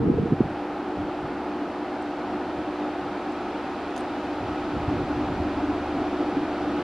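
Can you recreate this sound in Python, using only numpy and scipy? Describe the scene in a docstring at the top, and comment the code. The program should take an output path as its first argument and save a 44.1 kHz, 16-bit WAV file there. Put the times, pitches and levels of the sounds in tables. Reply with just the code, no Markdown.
"""Gusts of light wind buffet and thump a microphone on an open hilltop, hardest at the start.
Their eddies press directly on the diaphragm of a slowly turning hand-held camera. Behind them lie a wide
rush of turbulent air and the drone of a far machine, likely a generator with a cooling fan, whose firing
strokes and blades give harmonic series. A few tiny ticks ring close by, over faint electronic noise."""
import sys
import numpy as np
from scipy import signal
from scipy.fft import rfft, irfft, next_fast_len
from scipy.io import wavfile
from scipy.ndimage import uniform_filter1d

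SR = 44100
rng = np.random.default_rng(int(sys.argv[2]) if len(sys.argv) > 2 else 0)


def generate_wav(sig):
    """Save sig (samples, or channels by samples) to the path in sys.argv[1] as 16-bit PCM at SR."""
    pcm = np.round(np.clip(np.atleast_2d(sig).T, -1, 1) * 32767).astype(np.int16)
    wavfile.write(sys.argv[1], SR, pcm)


N = 301203
TIME = np.arange(N) / SR
FIRING_HZ = 24.83

# Relative strength of the rushing air: time_s, body_db, hiss_db
AIR_LEVELS = [(0, -38, -57), (.2, -39.5, -54), (.5, -35, -52.5), (1.6, -35.5, -51.5), (2.1, -35.5, -51),
              (3.5, -34.5, -49.5), (4.6, -34.5, -48), (5.9, -33.5, -48), (6.6, -33.5, -48),
              (6.83, -34, -47)]
# Resting strength of the exhaust boom: time_s, level_db
BOOM_LEVELS = [(0, -37), (.85, -34), (1.1, -35), (2.8, -34), (3.5, -36), (4.5, -34), (5.0, -33.5),
               (6.3, -31.5), (6.83, -30.5)]


def amp(db):
    """Amplitude ratio of a level in decibels."""
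    return 10 ** (np.asarray(db) / 20)


def unit(x):
    """Normalisation to rms 1."""
    return x / np.sqrt(np.mean(x ** 2) + 1e-20)


def curve(rows, column=1):
    """Linear interpolation of one column of a time table at every sample."""
    columns = np.transpose(rows)
    return np.interp(TIME, columns[0], columns[column])


def colour(x, spectrum):
    """Spectral shaping by a curve on a log-frequency axis, at rms 1."""
    hz, db = np.transpose(spectrum)
    size = next_fast_len(N)
    shape_db = np.interp(np.log(np.fft.rfftfreq(size, 1 / SR) + 1), np.log(hz + 1), db)
    return unit(irfft(rfft(x, size) * amp(shape_db), size)[:N])


def lowpass(x, hz, order):
    """Zero-phase low-pass: filtering forward and backward cancels the delay."""
    return signal.sosfiltfilt(signal.butter(order, min(hz, .45 * SR), fs=SR, output="sos"), x)


def resonance(hz, width_hz, order=1):
    """A resonator driven by white noise, at rms 1; a higher order has steeper skirts."""
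    section = np.concatenate(signal.iirpeak(hz, hz / width_hz, fs=SR))
    return unit(signal.sosfilt([section] * order, rng.standard_normal(N)))


def drift(top_hz):
    """Random fluctuation of rms 1: a superposition of slow sines spanning one decade."""
    t = TIME[::100]
    rates_hz = np.geomspace(top_hz / 10, top_hz, 20)
    waves = sum(np.sin(2 * np.pi * (hz * t + rng.random())) / np.sqrt(hz) for hz in rates_hz)
    return unit(np.interp(TIME, t, waves))


def throb(rate_hz=8.6):
    """Uneven amplitude modulation, at rms 1, of sound that travels through moving air."""
    return unit(np.tanh(resonance(rate_hz, rate_hz, order=2)))


def tones(base_hz, partials, wander_hz, fade_db):
    """Harmonics of a governed shaft; each fades in and out on its path through moving air."""
    cycles = np.cumsum(base_hz + wander_hz * drift(1.99)) / SR
    out = np.zeros(N)
    for harmonic, db in partials:
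        peak = np.sqrt(2) * amp(db + fade_db * drift(4))
        out += peak * np.sin(2 * np.pi * (round(harmonic) * cycles + rng.random()))
    return out


def electronics(whine_hz=13012, waver_hz=6, hiss_db=-73):
    """Self-noise of the camera: a steady hiss and a thin, frequency-modulated whine."""
    # Strength of the whine: time_s, level_db
    whine_levels = [(0, -93), (3, -91), (4.2, -88.5), (6.83, -88)]
    # Spectrum of the microphone hiss: frequency_hz, relative_density_db
    hiss_spectrum = [(100, -4), (9500, 2.5), (11500, -3.5), (12700, -13.5), (14500, -33)]
    whine = np.sqrt(2) * np.sin(2 * np.pi * np.cumsum(whine_hz + waver_hz * drift(30)) / SR)
    hiss = colour(rng.standard_normal(N), hiss_spectrum)
    return amp(curve(whine_levels)) * whine + amp(hiss_db) * hiss


def eddies(depth_db):
    """Turbulent noise: its level wanders in small patches of time and frequency."""
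    spectra = signal.stft(rng.standard_normal(N), nperseg=1024, noverlap=768)[2]
    patches = uniform_filter1d(rng.standard_normal(spectra.shape), size=12, axis=0)
    patches = unit(uniform_filter1d(patches, size=12, axis=1))
    return signal.istft(spectra * amp(depth_db * patches), nperseg=1024, noverlap=768)[1][:N]


def rush(split_hz=2150, end_lag_samples=0.54):
    """Broadband flow noise of air over scrub; its hiss grows slowly and spreads between the ears."""
    # Spectrum common to both ears: frequency_hz, relative_density_db
    mid_spectrum = [(15, -38), (60, -25.5), (160, -17.5), (230, -5.5), (420, -3), (570, -4), (790, 1.7),
                    (1030, -8), (1350, -9), (1900, -16), (2900, -20.5), (4600, -28), (6900, -41.5),
                    (10300, -53), (12500, -63.5), (14000, -76)]
    # Spectrum of the difference between the ears: frequency_hz, relative_density_db
    side_spectrum = [(60, -20.5), (200, -32), (600, -29.5), (1000, 5), (2200, 11), (4200, 5.5),
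                     (7000, -1.5), (10000, -5.5), (14500, -9.5)]
    body_db, hiss_db = curve(AIR_LEVELS, column=1), curve(AIR_LEVELS, column=2)
    noise = colour(eddies(depth_db=.4), mid_spectrum)
    low = lowpass(noise, split_hz, order=2)
    treble_db = hiss_db - hiss_db.mean() + body_db.mean() + 0.58
    mid = amp(body_db + 1.5) * low + amp(treble_db) * (noise - low)
    side = amp(hiss_db - 7.5) * colour(rng.standard_normal(N), side_spectrum)
    # Interaural delay: as the camera turns, the left ear lags slightly.
    lag_samples = end_lag_samples * (TIME / TIME[-1]) ** 2
    side -= lag_samples / 2 * np.gradient(mid)
    return np.array([mid + side, mid - side])


def engine(throb_db=2.5):
    """Periodic firing gives a harmonic series, whose upper tones swell with the exhaust boom."""
    # Engine tones, relative to the boom: harmonic_number, level_db
    partials = [(8, -17), (16, -19.5), (20, -19), (24, -18), (28, -22.5), (40, -25.5)]
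    gain = amp(curve(BOOM_LEVELS) + throb_db * throb())
    return gain * tones(FIRING_HZ, partials, wander_hz=0.033, fade_db=2.0)


def whirr(follow=1.1):
    """Narrow resonances of the machine, driven by noise; they grow with the hiss of the air."""
    # Resonances: centre_hz, width_hz, level_db
    bands = [(1275, 124, -49), (1460, 69, -54), (1884, 50, -66), (2416, 120, -61), (2613, 150, -62)]
    hiss_db = curve(AIR_LEVELS, column=2)
    ringing = sum(amp(db) * resonance(hz, width_hz, order=2) for hz, width_hz, db in bands)
    return amp(follow * (hiss_db - hiss_db.mean())) * ringing


def hum(throb_db=1.5):
    """The lowest harmonics of the firing strokes form a deep hum that swells late."""
    # Tones of the hum: harmonic_number, relative_level_db
    partials = [(1, -11), (2, -12.5), (3, -1.5), (4, -6), (5, -14.5)]
    # Strength of the hum: time_s, level_db
    levels = [(0, -54), (1.6, -55), (4.2, -52.5), (4.8, -44), (5.5, -41), (6.2, -46), (6.83, -46.5)]
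    gain = amp(curve(levels) + throb_db * throb())
    return gain * tones(FIRING_HZ, partials, wander_hz=0.07, fade_db=1.5)


def fan(blade_hz=360.7, flutter_db=0.5, blur_db=-11, follow=0.61):
    """Blade-passing tones, the lowest blurred by stirred air; they partly follow the boom's level."""
    # Blade tones: harmonic_number, level_db
    partials = [(1, -38.5), (2, -50.5), (3, -58)]
    boom_db = curve(BOOM_LEVELS)
    blades = amp(flutter_db * throb()) * tones(blade_hz, partials, wander_hz=0.49, fade_db=0.16)
    stirred_air = amp(partials[0][1] + blur_db) * resonance(blade_hz, width_hz=36, order=2)
    return amp(follow * (boom_db - boom_db.mean())) * (blades + stirred_air)


def exhaust(pipe_hz=297, harmonic=12, tone_db=-1.1, throb_db=.9):
    """Turbulent gas excites a pipe resonance and beats against one engine harmonic: a fluttering boom."""
    # Brief swells carried on the wind: centre_s, length_s, rise_db
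    surges = [(1.035, 0.091, 4.5), (1.605, .13, 3.5), (2.353, 0.073, 4.5), (2.614, .12, 1),
              (2.824, 0.067, 4), (3.296, 0.045, 4), (4.323, 0.072, 3.5), (4.7, 0.22, 2.5), (4.946, 0.13, 6),
              (5.105, 0.055, 5), (5.22, 0.093, 6.5), (5.447, 0.071, 6), (5.66, 0.18, 6), (5.992, 0.11, 6),
              (6.197, 0.15, 3.5), (6.365, 0.19, 4.5), (6.71, 0.17, 3)]
    gas = unit(lowpass(resonance(pipe_hz, width_hz=44), hz=400, order=3))
    ring = gas + tones(FIRING_HZ, [(harmonic, tone_db)], wander_hz=0.062, fade_db=0.5)
    flutter = ring / np.sqrt(uniform_filter1d(ring ** 2, size=4500))  # only the fast beats remain
    surge_db = sum(db * np.exp(-(2 * (TIME - s) / length_s) ** 4) for s, length_s, db in surges)
    return amp(curve(BOOM_LEVELS) + throb_db * throb() + surge_db) * flutter


def machine():
    """The far drone: a superposition of rotational harmonics and resonant noise."""
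    return engine() + whirr() + hum() + fan() + exhaust()


def ticks(ear_phase_rad=0.74, scatter_db=-26, scatter_s=.018):
    """Impulses excite damped modes, as in a snapping twig; nearby surfaces scatter a faint tail."""
    # Modes of a dry twig: frequency_hz, relative_level_db, decay_s
    modes = [(3300, 1, .0005), (4700, 0, .0003), (6400, -5, 0.00037), (9900, -9, .0004),
             (13800, -18, .0002)]
    # Snaps, before the low-pass: start_s, ring_db, pitch_hz, decay_s, crack_db
    snaps = [(1.275, -58, 10500, .0008, -60), (2.024, -44, 7900, .0014, -66),
             (3.322, -46, 7400, .0013, -56), (3.9637, -38, 6300, .0006, -35),
             (3.9688, -39, 10100, .0005, -35.5), (3.9782, -33, 6400, .0006, -37),
             (3.9831, -32, 9350, .0005, -36), (3.9935, -42, 8500, .0005, -45),
             (4.002, -43, 8600, .0008, -45), (4.0086, -36, 8200, .0005, -53)]
    out, t = np.zeros((2, N)), np.arange(4000) / SR
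    phases = np.array([[ear_phase_rad], [-ear_phase_rad]])
    crack = sum(amp(db) * np.sin(2 * np.pi * hz * t) * np.exp(-t / decay_s) for hz, db, decay_s in modes)
    for start_s, ring_db, hz, decay_s, crack_db in snaps:
        ring = np.sin(2 * np.pi * hz * t + phases) * np.exp(-t / decay_s)
        scatter = np.diff(rng.standard_normal((2, len(t) + 1))) * np.exp(-t / scatter_s)
        snap = amp(ring_db) * (ring + amp(scatter_db) * scatter) + amp(crack_db) * crack
        start = round(start_s * SR)
        out[:, start:start + len(t)] += snap
    return lowpass(out, hz=11400, order=3)


def gust_level(rise_s=0.032, fall_s=0.047, breeze_db=-68.5):
    """Wind level in dB by power addition: each gust builds, holds and dies back into a faint breeze."""
    # Gusts at the microphone: arrival_s, hold_s, level_db
    gusts = [(0, 0.14, -23.5), (.075, 0.029, -28), (0.2, .02, -27), (0.23, 0.045, -31), (.315, 0.018, -29),
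             (0.426, 0.063, -33), (0.725, .01, -49), (0.994, 0.047, -37.5), (1.237, 0.021, -40),
             (2.21, .02, -50), (2.32, .01, -48), (2.593, 0.012, -44.5), (3.045, .012, -42.5),
             (4.432, 0.021, -35.5), (4.52, 0.019, -38), (4.693, 0.034, -39), (4.754, 0.031, -32),
             (4.923, .015, -33), (4.977, 0.038, -32), (5.17, .025, -39), (5.297, 0.03, -32),
             (5.385, 0.022, -34.5), (5.6, 1.2, -58.5)]
    power = amp(breeze_db) ** 2
    for arrival_s, hold_s, db in gusts:
        before_s = np.maximum(arrival_s - TIME, 0)
        after_s = np.maximum(TIME - arrival_s - hold_s, 0)
        envelope = np.exp(-(before_s / rise_s) ** 2 - after_s / fall_s)
        power = power + (amp(db) * envelope) ** 2
    return 10 * np.log10(power)


def swirl(relative_db=-18, follow=2.2, reference_db=-30):
    """Small eddies differ between the ears and grow as a power law of gust strength."""
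    # Spectrum of the eddies: frequency_hz, relative_density_db
    spectrum = [(20, -53), (60, -29), (120, -10), (220, 7), (450, -1.5), (700, -9.5), (1300, -20),
                (4000, -44), (12000, -74.5)]
    level_db = reference_db + relative_db + follow * (gust_level() - reference_db)
    return amp(level_db) * colour(rng.standard_normal(N), spectrum)


def thumps(top_hz=560):
    """Pressure transients at the microphone: each dip swings back and dies within a few cycles."""
    # Dips, before filtering: centre_s, peak_db, pitch_hz, rise_cycles, fall_cycles
    dips = [(0.056, -15, 280, 1.7, 2.2), (0.078, -15, 205, 0.76, 0.89), (0.102, -8, 284, 1.6, 1.3),
            (0.187, -14.5, 452, 2.6, 3), (0.198, -16.5, 148, .5, 1.1), (.212, -18, 170, .5, 0.78),
            (0.239, -16.5, 200, 1, 0.97), (.259, -12, 310, .5, .9), (0.3243, -7, 255, 0.62, 0.6),
            (0.332, -12.5, 173, .5, 0.83), (.407, -4.5, 291, 0.47, 1.15), (.415, -13, 189, 0.41, 1.4),
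            (4.445, -25.5, 115, .7, 1), (4.885, -19, 104, 0.75, 0.84), (5.409, -24, 85, .8, 1.1)]
    out = np.zeros(N)
    for centre_s, db, hz, rise_cycles, fall_cycles in dips:
        cycles = (TIME - centre_s) * hz
        near = abs(cycles) < 10
        cycles = cycles[near]
        width_cycles = np.where(cycles < 0, rise_cycles, fall_cycles)
        out[near] -= amp(db) * np.cos(2 * np.pi * cycles) / np.cosh(2 * cycles / width_cycles)
    return lowpass(out, top_hz, order=8)


def buffeting(hard_above_db=-32, span_db=1.5, flicker_db=0.5):
    """Turbulent pressure at the microphone: a hard gust sheds smaller eddies and so reaches higher."""
    # Spectrum of a light gust: frequency_hz, relative_density_db
    light_spectrum = [(10, -29), (22, -5), (45, 3.5), (85, 5), (170, 5), (230, -13), (400, -24.5),
                      (600, -66.5)]
    # Spectrum of a hard gust: frequency_hz, relative_density_db
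    hard_spectrum = [(10, -49), (25, -15.5), (60, -7.5), (130, -4), (260, -7), (380, -7), (480, -7.5),
                     (540, -39), (900, -71.5), (4000, -110)]
    level_db = gust_level()
    hard_share = 1 / (1 + np.exp((hard_above_db - level_db) / span_db))
    light_flow = np.sqrt(1 - hard_share) * colour(rng.standard_normal(N), light_spectrum)
    hard_flow = np.sqrt(hard_share) * colour(rng.standard_normal(N), hard_spectrum)
    flicker = unit(amp(flicker_db * drift(60)))
    return amp(level_db) * flicker * (light_flow + hard_flow)


def wind(lean=0.27, split_hz=330, leak_hz=36):
    """Large eddies are coherent at both ears; the smaller ones strike the right ear harder."""
    pressure = buffeting() + thumps()
    mid = pressure - lowpass(pressure, leak_hz, order=2)  # the slowest pushes leak past the diaphragm
    side = lean * (mid - lowpass(mid, split_hz, order=1)) + swirl()
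    return np.array([mid - side, mid + side])


def scene():
    """Superposition of near wind, far rush and machine, ticks and self-noise."""
    return wind() + rush() + machine() + ticks() + electronics()


def record(dry, fade_s=.004, top_hz=14600):
    """Short fades at both ends, then a linear-phase band limit."""
    fades = np.clip(np.minimum(TIME, TIME[-1] - TIME) / fade_s, 0, 1)
    band_limit = signal.firwin(511, top_hz, window=("kaiser", 9), fs=SR)
    return signal.oaconvolve(dry * fades, band_limit[None], "same")


dry = scene()
out = record(dry)
generate_wav(out)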